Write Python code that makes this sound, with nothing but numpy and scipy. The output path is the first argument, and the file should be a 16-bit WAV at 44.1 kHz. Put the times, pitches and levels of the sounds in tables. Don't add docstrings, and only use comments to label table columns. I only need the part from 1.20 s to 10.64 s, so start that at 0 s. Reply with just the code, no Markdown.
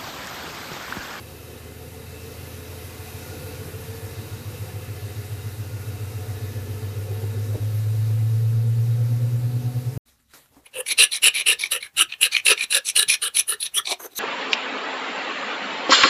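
import sys
import numpy as np
from scipy import signal
from scipy.fft import rfft, irfft
from scipy.io import wavfile
from scipy.ndimage import uniform_filter1d, map_coordinates

SR = 44100
rng = np.random.default_rng(int(sys.argv[2]) if len(sys.argv) > 2 else 0)


def to_wav(sig):
    pcm = np.clip(np.atleast_2d(sig), -1, 1) * 32767
    pcm = np.round(pcm).astype(np.int16)
    wavfile.write(sys.argv[1], SR, pcm.T)


N = 416304
T = np.arange(N) / SR
PULLEY_RATIO = 13.019


def undb(db):
    return np.exp(np.asarray(db) * np.log(10) / 20)


def unit(x):
    return x / np.sqrt(np.mean(x ** 2))


def noise():
    return rng.standard_normal(N)


def curves(table):
    s, *columns = np.transpose(table)
    return [np.interp(T, s, column) for column in columns]


def ring(x, hz, width_hz):
    return signal.lfilter(*signal.iirpeak(hz, hz / width_hz, SR), x)


def walk(rate_hz):
    hold = int(SR / rate_hz)
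    held = np.repeat(rng.standard_normal(N // hold + 1), hold)
    smooth = uniform_filter1d(uniform_filter1d(held, hold), hold)
    return unit(smooth[:N])


def hiss(spectrum, flicker_db, rate_hz):
    table_hz, table_db = np.transpose(spectrum)
    f = np.maximum(np.arange(N // 2 + 1) * SR / N, 1)
    level_db = np.interp(np.log(f), np.log(table_hz), table_db, left=-90, right=-90)
    shaped = rfft(noise()) * undb(level_db)
    band = np.round(2 * np.log2(f))
    first, last = np.round(2 * np.log2(table_hz[[0, -1]]))
    out = np.zeros(N)
    for b in np.arange(first, last + 1):
        out += irfft(shaped * (band == b), N) * undb(flicker_db * walk(rate_hz))
    return unit(out)


def knocks(hits, modes, noisy):
    t = T[:SR // 4]
    out = np.zeros(N + len(t))
    for s, hit_db in hits:
        start = int(s * SR)
        for hz, db, t60 in modes:
            rough = unit(ring(rng.standard_normal(len(t)), hz, hz / 2))
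            body = (1 - noisy) * np.sin(2 * np.pi * hz * t) + noisy * rough / 2
            out[start:start + len(t)] += undb(hit_db + db) * body * undb(-60 * t / t60)
    return out[:N]


START_HZ = 80.543
# start_s, gain_hz, time_constant_s
DRIVE_STAGES = [(0, 37.743, 9.3406), (5.5733, 64.496, 8.0228)]
# time_s, rumble_db, air_db
SPIN_LEVELS = [(0, -42.5, -48), (.9, -43, -47), (2, -40, -43.5), (3.8, -41.5, -45.5), (5.9, -40.5, -46),
               (6.6, -42, -46.5), (7.5, -42, -48), (8.76, -40, -47.5)]


def washer():
    hz = START_HZ + sum(gain * (1 - np.exp(-np.maximum(T - s, 0) / tau)) for s, gain, tau in DRIVE_STAGES)
    turns = np.cumsum(hz) / SR
    rumble_db, air_db = curves(SPIN_LEVELS)
    load = np.cos(2 * np.pi * (turns / PULLEY_RATIO + 0.02))
    bearings = rumble(turns, rumble_db + 0.71 * load + 0.69 * walk(1.27))
    shaft_tones = undb(2.1 * load) * tones(hz, turns)
    return undb(0.3) * hum(hz, turns) + bearings + shaft_tones + whirr(hz, air_db) + air(air_db) + thumps()


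# offset_drum_rates, force_db, lead_cycles
UNBALANCE_LINES = [(-2, -41.8, -.23), (-1, -38, -.34), (0, -19.2, .44), (1, -35.1, -.43), (2, -37.7, -.05),
                   (3, -47.9, .12), (6, -41.9, -.34)]
# drum_rate_multiple, force_db, lead_cycles
WOBBLE_LINES = [(11, -38.3, .29), (12, -32, .37), (14, -33.5, -.01), (15, -35.9, .42), (16, -39.5, -.2),
                (17, -44.3, .35), (18, -52.4, .38), (19, -44.5, .21), (21, -47, .1)]
# pitch_hz, width_hz, gain
CABINET_MODES = [(110.8, 13.27, 1.23), (119.46, 10.73, -1.03), (96.37, 6.64, -.11), (133.5, 5.5, .5)]
# start_s, end_s, level_db
HUM_LEVEL_DIP = (6.364, 6.401, -16)


def hum(hz, turns):
    drum = turns / PULLEY_RATIO
    shaft = sum(undb(db) * np.cos(2 * np.pi * (turns + k * drum + lead)) for k, db, lead in UNBALANCE_LINES)
    wobble = sum(undb(db) * np.cos(2 * np.pi * (k * drum + lead)) for k, db, lead in WOBBLE_LINES)
    force = shaft * (hz / 100) ** 2 + wobble * (hz / 100) ** 3.5
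    start, end, dip_db = HUM_LEVEL_DIP
    inside = (T > start) & (T < end)
    dip = uniform_filter1d(np.where(inside, undb(dip_db), 1.), 200)
    return dip * sum(gain * ring(force, f, width) for f, width, gain in CABINET_MODES)


# pitch_hz, width_hz, level_db
PANEL_MODES = [(73, 55, -1), (144.3, 37, -0.5), (230.7, 31, -5), (250, 19.2, -6), (286.4, 28, -8),
               (369, 95, -5.5), (439.6, 22.3, -4), (502.4, 24, -6), (549, 42, -10), (729, 18.4, -16.5),
               (892, 56, -16.5)]


def rumble(turns, level_db, repeat=0.59, memory_turns=5.92):
    drum, size = turns / PULLEY_RATIO, 8192
    patterns = rng.standard_normal((60, size))
    patterns = np.hstack([patterns, patterns[:, :1]])
    age = drum / memory_turns
    fade = np.sqrt((age % 1) ** 2 + (1 - age % 1) ** 2)
    pattern = map_coordinates(patterns, [age, drum % 1 * size], order=1) / fade
    force = np.sqrt(repeat) * pattern + np.sqrt(1 - repeat) * noise()
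    rough = np.zeros(N)
    for k, (f, width, db) in enumerate(PANEL_MODES):
        gain = (-1) ** k * undb(db + 1.33 * walk(7)) / np.sqrt(width)
        rough += gain * ring(force, f, width)
    rough = signal.sosfilt(signal.butter(2, 62, "high", fs=SR, output="sos"), rough)
    return undb(level_db) * unit(rough)


# shaft_rate_multiple, level_db
SHAFT_TONES = [(.534, -52.5), (1.61, -57), (2.36, -48), (2.6, -53), (3, -51), (3.38, -54), (4.4, -41.5),
               (5, -44), (5.35, -51), (6.05, -54)]
# shaft_rate_multiple, level_db
SHAFT_OVERTONES = [(1.923, -51), (2, -46), (2.077, -44.5)]
OVERTONE_HZ, OVERTONE_DB_PER_HZ = 113, 0.8
# pitch_hz, width_hz, level_db
TONE_PANEL_MODES = [(60.5, 10, 0), (136, 14, -4), (228, 12, -1), (246, 9, -2.5), (287, 16, -4),
                    (328, 14, -5), (360, 9, -7), (412, 14, -8), (432, 18, -4), (448, 20, 0.5),
                    (490, 30, -14), (520, 24, -10), (735, 20, 0)]
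TONE_WANDER_CYCLES = 0.045


def panel_gain(hz):
    power = sum((undb(db) / (1 + (2 * (hz - mode) / width) ** 2)) ** 2 for mode, width, db in TONE_PANEL_MODES)
    return np.sqrt(power)


def tones(hz, turns):
    def line(multiple, db):
        phase = multiple * turns + rng.random() + TONE_WANDER_CYCLES * walk(8)
        return undb(db + 1.9 * walk(9.5)) * panel_gain(multiple * hz) * np.cos(2 * np.pi * phase)

    plain = sum(line(k, db) for k, db in SHAFT_TONES)
    overtones = sum(line(k, db) for k, db in SHAFT_OVERTONES)
    return plain + undb(OVERTONE_DB_PER_HZ * (hz - OVERTONE_HZ)) * overtones


# pitch_hz, width_hz, level_db, best_shaft_hz
WHIRR_MODES = [(729.3, 13, -8.5, 133), (1108, 50, -14, 67), (1296, 28, -14.5, 114), (1434, 20, -13.5, 95),
               (1737, 24, -13, 92), (2043, 44, -13.5, 92), (2448, 33, -17, 90), (2550, 23, -17.5, 73),
               (2636, 40, -13, 80), (2760, 32, -14, 78), (3057, 30, -18, 81), (3784, 32, -15.5, 96),
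               (3875, 36, -17, 72), (4700, 70, -20, 120)]
WHIRR_DB, WHIRR_DB_PER_HZ = -2, 0.13


def whirr(hz, air_db):
    out = np.zeros(N)
    for f, width, db, best_hz in WHIRR_MODES:
        level_db = db - WHIRR_DB_PER_HZ * np.abs(hz - best_hz) + 2.27 * walk(6)
        out += undb(level_db) * unit(ring(noise(), f, width))
    return undb(air_db + WHIRR_DB + 1.0 * walk(2.78)) * out


# pitch_hz, level_db_per_hz
AIR_SPECTRUM = [(350, -39), (600, -3.5), (723, -6), (957, -7.5), (1410, -7.5), (2240, -9), (2700, -10.5),
                (3350, -12.5), (3770, -9.5), (8740, -14), (11600, -10.5), (14500, -13)]
RIM_DB = -10


def air(air_db):
    rush = undb(air_db + 0.29 * walk(4.6)) * hiss(AIR_SPECTRUM, flicker_db=0.91, rate_hz=27)
    rim = undb(air_db + RIM_DB) * unit(ring(noise(), 14900, 4000))
    return rush + rim


# start_s, push_db, ring_hz, ring_db, sag_per_s
CABINET_THUMPS = [(5.903, -49, 385, -33.5, .3), (6.028, -47, 385, -33, .3), (6.166, -51, 390, -36, .3),
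                  (6.288, -54, 385, -38, .3), (6.339, -43, 620, -38, .5), (6.343, -54, 490, -34, 2.4),
                  (6.37, -52, 310, -33, 1.4), (6.42, -54, 255, -35, .3), (6.895, -48, 430, -42, .3)]
THUMP_S, RING_T60_S = 0.02, 0.2


def thumps():
    push = sum(undb(db) * np.clip(1 - np.abs(2 * (T - s) / THUMP_S - 1), 0, 1) for s, db, *_ in CABINET_THUMPS)
    dull = signal.sosfilt(signal.butter(2, 750, fs=SR, output="sos"), noise())
    force = push * unit(dull)
    out = np.zeros(N)
    for k, (f, width, db) in enumerate(PANEL_MODES[2:]):
        out += undb(18.0) * (-1) ** k * undb(db / 2) * ring(force, f, 2 * width)
    t = T[:SR // 8]
    for s, _, hz, db, sag in CABINET_THUMPS:
        start = int(s * SR)
        shape = np.minimum(t / 0.0025, 1) * undb(db - 60 * t / RING_T60_S)
        out[start:start + len(t)] += shape * np.sin(2 * np.pi * hz * t * (1 - sag * t))
    return out


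# pitch_hz, level_db_per_hz
RUSTLE_SPECTRUM = [(470, -36), (800, -14), (1430, -11), (1560, -12), (1740, -7.5), (2410, -11),
                   (3200, -11.5), (3920, -12), (6130, -11.5), (11000, -11), (14500, -11)]
# peak_s, level_db, rise_db_per_s, low_db
RUSTLE_SWELLS = [(8.887, -58.5, 299, -11.5), (9.0, -72, 899, -11.5), (9.114, -59.5, 600.5, -17),
                 (9.139, -48.5, 3000, -7), (9.262, -86, 900, -8), (9.335, -66.5, 500, 0),
                 (9.368, -65, 496, 5)]
FALL_DB_PER_S, RUSTLE_FLOOR_DB = 142, -86


def rustles():
    grain_db = 0.84 * np.repeat(rng.exponential(size=N // 64 + 1), 64)[:N]
    grain = uniform_filter1d(undb(grain_db), 64)
    rubbing = unit(grain * hiss(RUSTLE_SPECTRUM, flicker_db=1.5, rate_hz=37))
    lower = undb(-7.0 + 3.0 * walk(15)) * ring(rubbing, 1200, 350)
    upper = undb(-3 + 1.7 * walk(15)) * ring(rubbing, 3900, 410)
    rustle = rubbing + lower + upper
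    low = unit(ring(ring(noise(), 470, 700), 450, 800))
    out = undb(RUSTLE_FLOOR_DB) * rustle
    for s, db, rise, low_db in RUSTLE_SWELLS:
        swell_db = np.where(T < s, rise * (T - s), FALL_DB_PER_S * (s - T))
        out += undb(db + swell_db) * (rustle + undb(low_db) * low)
    return out


# start_s, level_db
TICK_HITS = [(9.0, -57), (9.113, -58), (9.136, -34.5), (9.144, -44), (9.149, -43), (9.259, -47)]
# pitch_hz, level_db, t60_s
TICK_RINGS = [(1580, 2, 0.014), (1400, -10, .07), (1900, -2, 0.0087), (4500, -8, .008), (600, -23, 0.011)]
# start_s, level_db
TAP_HITS = [(9.15, -50), (9.323, -53), (9.367, -41), (9.381, -49), (9.398, -50)]
# pitch_hz, level_db, t60_s
TAP_RINGS = [(275, -3, 0.13), (460, -5, .04), (910, -2, 0.013)]


def ticks_and_taps():
    return knocks(TICK_HITS, TICK_RINGS, noisy=0.64) + knocks(TAP_HITS, TAP_RINGS, noisy=0.3)


# pitch_hz, level_db_per_hz
ROOM_SPECTRUM = [(15, -37), (25, -16), (70, -3), (189, -15), (256, -8), (293, -22), (448, -34), (600, -22),
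                 (780, -50), (1320, -120)]
ROOM_DB = -69


def room_tone():
    return undb(ROOM_DB) * hiss(ROOM_SPECTRUM, flicker_db=2.5, rate_hz=8)


CUT_S, BACK_S = 8.7775, 8.852


def scene():
    washer_gate = np.clip((CUT_S - T) / 0.00116, 0, 1)
    room_gate = np.clip((T - BACK_S) / 0.0077, 0, 1) ** 2
    room = rustles() + ticks_and_taps() + room_tone()
    return (washer_gate * washer() + room_gate * room)[None]


TOP_HZ = 14680


def record(dry):
    return signal.sosfilt(signal.ellip(14, .2, 80, TOP_HZ, fs=SR, output="sos"), dry)


dry = scene()
out = record(dry)
to_wav(out)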